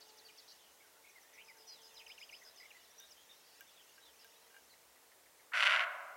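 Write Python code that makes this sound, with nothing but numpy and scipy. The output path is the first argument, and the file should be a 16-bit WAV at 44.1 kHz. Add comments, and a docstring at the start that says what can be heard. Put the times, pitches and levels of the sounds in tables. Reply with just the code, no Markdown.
"""Small birds whistle and trill in a meadow by a wood, over soft air noise, a far hum and light ticks.
Each bird note is a frequency-modulated tone, smeared by scattering in the leaves. Near the end a roe
deer barks once, the loudest sound: its vocal folds slap irregularly, hoarse air rushes between them,
and the resonances of throat and mouth filter both. The trees send back a long, dull echo."""
import sys
import numpy as np
from scipy import signal
from scipy.fft import rfft, irfft
from scipy.io import wavfile
from scipy.ndimage import uniform_filter1d

SR = 44100
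rng = np.random.default_rng(int(sys.argv[2]) if len(sys.argv) > 2 else 0)


def store_pcm(level_fs):
    """Save levels as 16-bit WAV."""
    pcm = np.round(np.clip(level_fs, -1, 1) * 32767).astype(np.int16)
    wavfile.write(sys.argv[1], SR, np.atleast_2d(pcm).T)


N = 271806
TIME = np.arange(N) / SR
BARK_START_S, BARK_FULL_S, BARK_FADE_S, BARK_END_S = 5.517, 5.535, 5.834, 5.856


def deer(treble_hz=2400, treble_gain_db=6, flutter_db=-9, opening_s=.085, slap_gain_db=-1.6):
    """Source and filter: the folds excite the vocal tract; their hardest slaps stand out as cracks."""
    # course of the bark: time_s, effort_db, brightness_db
    bark_course = [(5.535, -33, -7), (5.633, -28.5, -3.5), (5.675, -29.5, -5), (5.689, -26, -15),
                   (5.703, -28, -6.5), (5.835, -30.5, -15)]
    # spectrum of a hard slap, broader and brighter than the voice: frequency_hz, gain_db
    slap_spectrum = [(200, -38), (450, -44), (650, -13), (1400, -2.5), (2800, 7.5), (4000, -8),
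                     (6500, -28.5), (11000, -48), (15000, -65)]
    effort_db, bright_db = curves(bark_course)
    voice = vocal_tract(folds())
    body = signal.sosfiltfilt(signal.butter(2, treble_hz, fs=SR, output="sos"), voice)
    # the treble comes as the mouth opens, then brightens and dulls through the bark
    opening = ramp(BARK_FULL_S - opening_s / 2, opening_s)
    treble = undb(bright_db + treble_gain_db) * (voice - body) * opening
    # a soft, dull flutter precedes the burst
    dull = signal.sosfilt(signal.butter(2, [900, 1700], "band", fs=SR, output="sos"), voice)
    flutter = undb(flutter_db) * dull * ramp(BARK_START_S, .0011)
    burst = ramp(BARK_FULL_S - .002, .0069)
    fade = 1 - ramp(BARK_FADE_S, BARK_END_S - BARK_FADE_S)
    out = (flutter * (1 - burst) + (body + treble) * burst) * undb(effort_db) * fade
    crack = response(slap_spectrum)
    for s, db in slaps(effort_db):
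        add(out, s, undb(db + slap_gain_db) * crack / np.abs(crack).max())
    return out


def folds(fold_hz=340, jitter=.55, scatter_db=3, pulse_db=-6.5, breath_db=-6.5):
    """Aperiodic phonation: the folds close at chaotic intervals while hoarse air rushes between them."""
    chance = rng.standard_normal((500, 2))
    times = BARK_START_S + np.cumsum(np.exp(jitter * chance[:, 0])) / fold_hz
    sizes = unit(undb(scatter_db * np.clip(chance[:, 1], -2, 1)))
    pulses = np.zeros(N)
    for s, size in zip(times, sizes):
        add(pulses, s, [size * np.sqrt(SR / fold_hz)])
    breath = undb(breath_db + 1.8 * walk(260)) * rng.standard_normal(N)
    return undb(pulse_db) * pulses + breath


def vocal_tract(source):
    """Resonance: the throat imposes its formants, and the open mouth adds higher ones."""
    # formant envelope of throat and mouth: frequency_hz, gain_db
    formants = [(150, -49.5), (450, -35), (600, -11.5), (720, -9), (830, -25), (980, -6.5), (1240, -6.5),
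                (1470, 3.5), (1720, -2), (2050, 0), (2900, -7), (3800, -17), (6500, -31.5), (11000, -39),
                (15000, -65)]
    # high resonances of the open mouth: centre_hz, bandwidth_hz, gain_db
    mouth_modes = [(3120, 270, -5), (4600, 400, -0.5), (5520, 220, 1), (6030, 190, 7), (7210, 160, 7),
                   (8000, 180, 2), (9100, 160, 8), (10400, 440, 2), (11700, 700, 3)]
    voice = through(source, response(formants))
    return voice + sum(undb(db) * signal.lfilter(*signal.iirpeak(hz, hz / width, fs=SR), voice)
                       for hz, width, db in mouth_modes)


def slaps(effort_db, lesser_per_s=40, above_effort_db=8.5, scatter_db=2):
    """Impulsive excitation: yield (start_s, level_db) for hard slaps and lesser, unevenly spaced ones."""
    # hardest closures of the folds: start_s, level_db
    hard_slaps = [(5.5355, -26), (5.607, -16.6), (5.6259, -12.7), (5.6311, -14.6), (5.6597, -13.5),
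                  (5.6687, -15.0), (5.6738, -12.3), (5.7086, -14.7), (5.7231, -15.3), (5.7532, -16.9),
                  (5.7628, -17.4), (5.7948, -17.5)]
    yield from hard_slaps
    for k, (late, size) in enumerate(rng.random((40, 2))):
        s = BARK_FULL_S + (k + late) / lesser_per_s
        if s < BARK_FADE_S:
            yield s, effort_db[int(s * SR)] + above_effort_db + scatter_db * (2 * size - 1)


def ground(x, reflection=.085, delay_s=.00142):
    """Interference: the direct sound adds to its delayed reflection off the turf."""
    return x + reflection * np.pad(x, (int(delay_s * SR), 0))[:N]


def wood(build_s=.02):
    """Reverberation: the impulse response of many trunks builds up, then fades, the treble first."""
    # spectrum of the echo: frequency_hz, gain_db
    echo_spectrum = [(200, -14), (600, 0), (1000, 0), (1500, -5.5), (2200, -10), (3000, -14.5),
                     (4200, -8.5), (9000, -28)]
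    # reverberation time among the trees: frequency_hz, t60_s
    echo_decay = [(500, 2.26), (1400, 1.22), (2500, 0.98), (5000, 0.52), (10000, .4)]
    t = np.arange(2 * SR) / SR
    hz, _, grains = signal.stft(rng.standard_normal(len(t)), SR, nperseg=256)
    age = np.linspace(0, t[-1], grains.shape[1])
    fade = undb(at_hz(echo_spectrum, hz)[:, None] - 60 * age / at_hz(echo_decay, hz)[:, None])
    tail = signal.istft(grains * fade, SR)[1][:len(t)]
    h = tail * (1 - np.exp(-t / build_s))
    return h / np.linalg.norm(h)


def birds(twigs_db=-10, leaves_db=-9, near_db=-63, farness=.45):
    """Direct and diffuse sound: fainter notes come from deeper in the wood and arrive more scattered."""
    direct, scattered = np.zeros(N), np.zeros(N)
    for s, db, note in syrinx():
        add(direct, s, undb(db) * note)
        add(scattered, s, undb(db + farness * (near_db - db)) * note)
    # nearby twigs blur each note, the crowns behind let it linger
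    scatter = undb(twigs_db) * foliage(t60_s=.1) + undb(leaves_db) * foliage(t60_s=.32)
    return direct + through(scattered, scatter)


def syrinx(flutter_db=.5):
    """Random modulation roughens each tone (rasp: rms share of pitch); yield (start_s, level_db, note)."""
    shake, flutter = walk(900), undb(flutter_db * walk(200))
    for s, db, rasp, (hz, swell, taper) in [*twitter(), *v_calls(), *lone_calls()]:
        span = max(int(s * SR), 0) + np.arange(len(hz))
        tone = np.sin(phase(hz * (1 + rasp * shake[span])))
        envelope = swell * flutter[span] * signal.windows.tukey(len(hz), taper)
        yield s, db, unit(tone * envelope)


def bend(length_s, pitches_hz, taper=.59):
    """Glide: (pitch, amplitude, taper) of a parabola through a start, middle and end pitch."""
    progress = np.linspace(0, 1, int(length_s * SR))
    return np.polyval(np.polyfit([0, .5, 1], pitches_hz, 2), progress), 1, taper


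def trill(length_s, pitches_hz, swing_hz, rate_hz, throb=.41, taper=.26):
    """Periodic modulation: (pitch, amplitude, taper), loudest just before each trough of pitch."""
    t = np.arange(int(length_s * SR)) / SR
    turn = 2 * np.pi * rate_hz * t
    hz = np.linspace(*pitches_hz, len(t)) + swing_hz * np.cos(turn)
    return hz, 1 - throb * np.cos(turn + np.pi / 4), taper


def twitter(start_s=1.4446, period_s=.1237, count=10, opening_count=3, slur_s=.0115, rasp=.01):
    """Periodic song: a small bird repeats one syllable, a quick downslur and then a high trill."""
    # the song swells and holds: time_s, level_db
    song_level = [(1.07, -70), (1.45, -66.5), (1.8, -61.3), (2.1, -59.5), (2.56, -60.5)]
    for k in range(-opening_count, count):
        s = start_s + k * period_s
        db = np.interp(s, *np.transpose(song_level))
        if k < 0:  # it opens with slower, hoarser slurs at the same pace
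            yield s + .008, db - 2.5, .035, bend(.04, (6300, 5800, 4850))
        else:
            yield s, db - 5, rasp, bend(slur_s, (6460, 6080, 5730))
            yield s + slur_s, db, rasp, trill(.058, (5232, 5014), swing_hz=190, rate_hz=79)


def v_calls(start_s=2.0625, period_s=.1138, count=3, fall_db=-56.5, rise_db=-56, rasp=.014):
    """Opposed frequency sweeps: a nearer bird calls in a V, with a fall, a short gap and a rise."""
    for s in start_s + period_s * np.arange(count):
        yield s, fall_db, rasp, bend(.01495, (3100, 2725, 2020))
        yield s + .030, rise_db, rasp, bend(.038, (1930, 2630, 3590))


def lone_calls(chip_rasp=.089, chirp_rasp=.081,
               mew_start_s=1.666, mew_hz=735, mew_sag_hz_per_s2=10000, mew_rasp=.016):
    """Pitch contours set the scattered calls apart: single gliding tones, and a mew of three harmonics."""
    # hoarse chips that plunge and level out: start_s, level_db
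    chips = [(0, -63), (.075, -66.5), (.168, -64.5), (0.371, -60.5)]
    for s, db in chips:
        yield s, db, chip_rasp, bend(.04, (6700, 4720, 4090))
    # a far bird's hoarse low chirps: start_s, level_db
    chirps = [(4.73, -68), (4.957, -71), (5.112, -68.5), (5.257, -69.5), (5.393, -67)]
    for s, db in chirps:
        yield s, db, chirp_rasp, bend(.0196, (2158, 1980, 1830))
    # one nasal mew, sagging in pitch: harmonic_number, level_db, length_s
    mew_partials = [(6, -65.5, 0.12), (7, -58.5, 0.084), (8, -60.5, 0.043)]
    for harmonic, db, length in mew_partials:
        age = length * np.array([0, .5, 1])
        yield mew_start_s, db, mew_rasp, bend(length, harmonic * (mew_hz - mew_sag_hz_per_s2 * age ** 2))
    # whistled notes: start_s, length_s, start_hz, middle_hz, end_hz, level_db, rasp_share
    whistles = [(.245, 0.036, 4400, 4580, 3700, -62, .01), (.281, 0.033, 3000, 2586, 2330, -64, .07),
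                (0.547, 0.18, 3990, 3140, 2690, -77, 0.067), (.798, .031, 1950, 2270, 1900, -69, .01),
                (0.821, 0.047, 1660, 1580, 1380, -72.5, .015), (.945, .049, 1300, 1440, 1550, -74.5, .01),
                (1.148, 0.05, 2200, 2034, 1820, -63, .009), (1.221, 0.073, 1746, 1810, 2010, -72, .011),
                (1.475, 0.053, 2780, 2123, 2000, -61, 0.014), (1.548, 0.027, 1640, 1620, 1510, -70, .011),
                (1.75, .097, 3860, 3430, 3200, -71.5, .03), (1.967, .022, 4300, 3930, 3660, -58.5, 0.038),
                (1.987, 0.046, 3590, 2740, 2430, -60, .079), (2.409, 0.035, 2300, 2030, 1840, -64, 0.06),
                (2.451, 0.03, 1700, 1540, 1460, -71, .01), (2.703, .02, 3000, 2630, 2050, -58.5, .01),
                (2.743, 0.04, 1900, 2034, 1790, -63, 0.013), (2.901, .024, 5500, 5830, 6100, -67.5, .012),
                (2.976, 0.034, 5850, 5850, 6170, -58.5, .011), (2.98, 0.093, 3650, 3710, 3800, -65, 0.02),
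                (3.104, .03, 6900, 5380, 4630, -61.5, 0.01), (3.153, 0.098, 3050, 3230, 3260, -73, 0.032),
                (3.288, 0.047, 3600, 3650, 3610, -61.5, .02), (3.416, 0.18, 5300, 4850, 4490, -74, 0.089),
                (3.66, .048, 3710, 3490, 3270, -69.5, .025), (3.745, .085, 3800, 3376, 2980, -69.5, .035),
                (3.868, 0.039, 2550, 2740, 2940, -71.5, .012), (3.999, .12, 3880, 3630, 2833, -70, .025),
                (4.188, .045, 5780, 5100, 4650, -65.5, .02), (4.353, .026, 3750, 3880, 3660, -72.5, 0.022),
                (4.692, 0.048, 4550, 4130, 3860, -71, 0.022)]
    for s, length, start, middle, end, db, rasp in whistles:
        yield s, db, rasp, bend(length, (start, middle, end))
    # trilled notes: start_s, length_s, start_hz, end_hz, swing_hz, rate_hz, level_db, rasp_share
    trills = [(0.476, 0.057, 4850, 5080, 880, 118, -60.5, 0.045),
              (1.036, 0.071, 2380, 2420, 233, 38, -66.5, 0.012),
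              (1.32, 0.073, 2090, 2320, 298, 83, -67.5, 0.0087),
              (1.374, 0.055, 2230, 3000, 314, 104, -58.5, 0.011),
              (2.596, 0.076, 2103, 2220, 151, 36, -61, 0.013)]
    for s, length, start, end, swing, rate, db, rasp in trills:
        yield s, db, rasp, trill(length, (start, end), swing, rate)


def foliage(t60_s):
    """Diffuse scattering: the leaves' impulse response is exponentially decaying noise."""
    t = np.arange(SR) / SR
    h = rng.standard_normal(SR) * undb(-60 * t / t60_s)
    return h / np.linalg.norm(h)


def ticks(ring_gain_db=-2, click_gain_db=1, click_t60_s=.004, attack_s=.0007):
    """Impact on a small hard object: a thin contact click, then a brief ring of damped modes."""
    # light strikes: start_s, ring_db, click_db
    strikes = [(3.0016, -63, -44), (3.035, -63, -58), (3.6082, -51, -41.5), (3.9794, -57.5, -66),
               (4.2454, -57.5, -48), (4.505, -64, -69), (4.527, -66, -66), (4.5436, -56.5, -68),
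               (4.565, -54, -66)]
    # modes of the object: frequency_hz, gain_db, t60_s
    modes = [(1598, 2.5, 0.092), (1660, -12, 0.024), (2340, -5, 0.051), (2850, -7, 0.086)]
    out, t = np.zeros(N), np.arange(SR // 5) / SR
    ring = sum(undb(db - 60 * t / t60) * np.sin(2 * np.pi * hz * t) for hz, db, t60 in modes)
    ring *= np.minimum(t / attack_s, 1)
    scrape = rng.standard_normal(len(t)) * undb(-60 * t / click_t60_s)
    thin = response([(500, -47), (3000, -7), (10000, -18), (13000, -16), (15500, 0), (18000, -11)])
    click = through(scrape, thin)[:len(t)]
    for s, ring_db, click_db in strikes:
        add(out, s, undb(ring_db + ring_gain_db) * ring + undb(click_db + click_gain_db) * click)
    return out


def chatter(gain_db=-7, glide=.11, syllable_db=3):
    """A diffuse field: far birds twitter in quick syllables, heard only through the leaves."""
    # voices deep in the wood: pitch_hz, gain_db
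    voices = [(1900, -5.5), (2900, -3), (3600, -2), (5200, -3.5), (6000, -1.5)]
    # their joint loudness: time_s, level_db
    chorus_level = [(0.0, -62.5), (0.55, -61.5), (0.85, -68.5), (1.5, -67.5), (1.75, -61.5), (3.1, -62),
                    (4.45, -63), (4.75, -70), (5.45, -85)]
    song = 0
    for hz, db in voices:
        pitch = hz * (1 + glide * walk(140))
        syllables = undb(syllable_db * np.clip(walk(22), -2, 1))
        song += undb(db) * np.sin(phase(pitch)) * syllables
    return unit(through(song, foliage(t60_s=.1))) * undb(curves(chorus_level)[0] + gain_db)


def traffic(rumble_gain_db=-5, hum_gain_db=-6, octave_db=-1, waver=.011):
    """Band noise and tone: far traffic rumbles, and random modulation blurs its hum and the octave."""
    # loudness of the rumble: time_s, level_db
    rumble_level = [(0, -69.5), (1.2, -72.5), (1.97, -68.5), (2.9, -69), (3.8, -75), (5.45, -73)]
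    # the hum comes and goes: time_s, level_db
    hum_level = [(0, -68.5), (.17, -64), (.76, -82), (1.05, -67.5), (1.21, -83), (1.32, -69.5), (1.97, -64),
                 (2.5, -82), (2.9, -73.5), (3.95, -79.5), (4.22, -70.5), (5.45, -80)]
    # the hum slowly rises: time_s, pitch_hz
    hum_pitch = [(0, 434.2), (.5, 438.8), (1.3, 441.6), (2.2, 450), (3.5, 453.6), (5.4, 456)]
    rumble = noise([(100, -46.5), (300, -7.5), (600, 1), (950, -2.5), (1500, -10.5), (4000, -41)])
    rumble *= undb(curves(rumble_level)[0] + rumble_gain_db + walk(5.5))
    turn = phase(curves(hum_pitch)[0] * (1 + waver * walk(70)))
    hum = np.sin(turn) * undb(2 * walk(14)) + np.sin(2 * turn) * undb(octave_db + 2 * walk(14))
    return rumble + hum * undb(curves(hum_level)[0] + hum_gain_db)


def air(level_db=-65):
    """Stationary broadband noise: still air and a faint hiss."""
    # spectrum of the noise floor: frequency_hz, relative_density_db
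    air_spectrum = [(25, -37), (48, -29), (64, -9), (85, -18.5), (233, -13.5), (457, -6.5), (826, -7.5),
                    (1570, -10), (1950, -9.5), (3000, -13), (5880, -13), (7500, -13), (15500, -15)]
    return noise(air_spectrum) * undb(level_db)


def undb(db):
    """Decibels to amplitude ratio."""
    return 10 ** (np.asarray(db) / 20)


def unit(x):
    """Scale to rms 1."""
    return x / np.sqrt(np.mean(x ** 2))


def phase(hz):
    """Phase in radians is the integral of frequency."""
    return 2 * np.pi * np.cumsum(hz) / SR


def ramp(start_s, length_s):
    """A raised-cosine rise from 0 to 1."""
    return np.sin(np.pi / 2 * np.clip((TIME - start_s) / length_s, 0, 1)) ** 2


def curves(table):
    """Linear interpolation of each later column over the first, time_s."""
    s, *columns = np.transpose(table)
    return [np.interp(TIME, s, c) for c in columns]


def at_hz(points, hz):
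    """Interpolate (frequency_hz, value) points on a log-frequency axis."""
    f, value = np.transpose(points)
    return np.interp(np.log(np.maximum(hz, 1)), np.log(f), value)


def response(points, size=4096):
    """Minimum-phase impulse response of a (frequency_hz, gain_db) spectrum, with unit energy."""
    cepstrum = irfft(np.log(undb(at_hz(points, np.fft.rfftfreq(size, 1 / SR)))))
    cepstrum[1:size // 2] *= 2
    cepstrum[size // 2 + 1:] = 0
    h = irfft(np.exp(rfft(cepstrum)))
    return h / np.linalg.norm(h)


def through(x, h):
    """Convolution of a sound with an impulse response."""
    return signal.fftconvolve(x, h)[:N]


def noise(points):
    """White noise filtered to a (frequency_hz, gain_db) spectrum, at rms 1."""
    return unit(through(rng.standard_normal(N), response(points)))


def walk(rate_hz):
    """A random modulator of rms 1: levels held for 1 / rate_hz seconds and smoothed twice."""
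    hold = int(SR / rate_hz)
    steps = np.repeat(rng.standard_normal(N // hold + 1), hold)
    return unit(uniform_filter1d(uniform_filter1d(steps, hold), hold)[:N])


def add(out, start_s, sound):
    """Superpose a short sound from start_s on."""
    i = max(int(start_s * SR), 0)
    out[i:i + len(sound)] += sound[:max(N - i, 0)]


def scene(echo_db=-14):
    """Superposition: the deer stands in the open before the wood; the birds sit in its foliage."""
    bark = ground(deer())
    echo = undb(echo_db) * through(bark, wood())
    return (bark + echo + birds() + chatter() + ticks() + traffic() + air())[None]


def record(dry):
    """Band limiting: a steep low-pass filter cuts the treble above 16 kHz."""
    return signal.sosfilt(signal.ellip(10, .2, 70, 16000, fs=SR, output="sos"), dry)


dry = scene()
out = record(dry)
store_pcm(out)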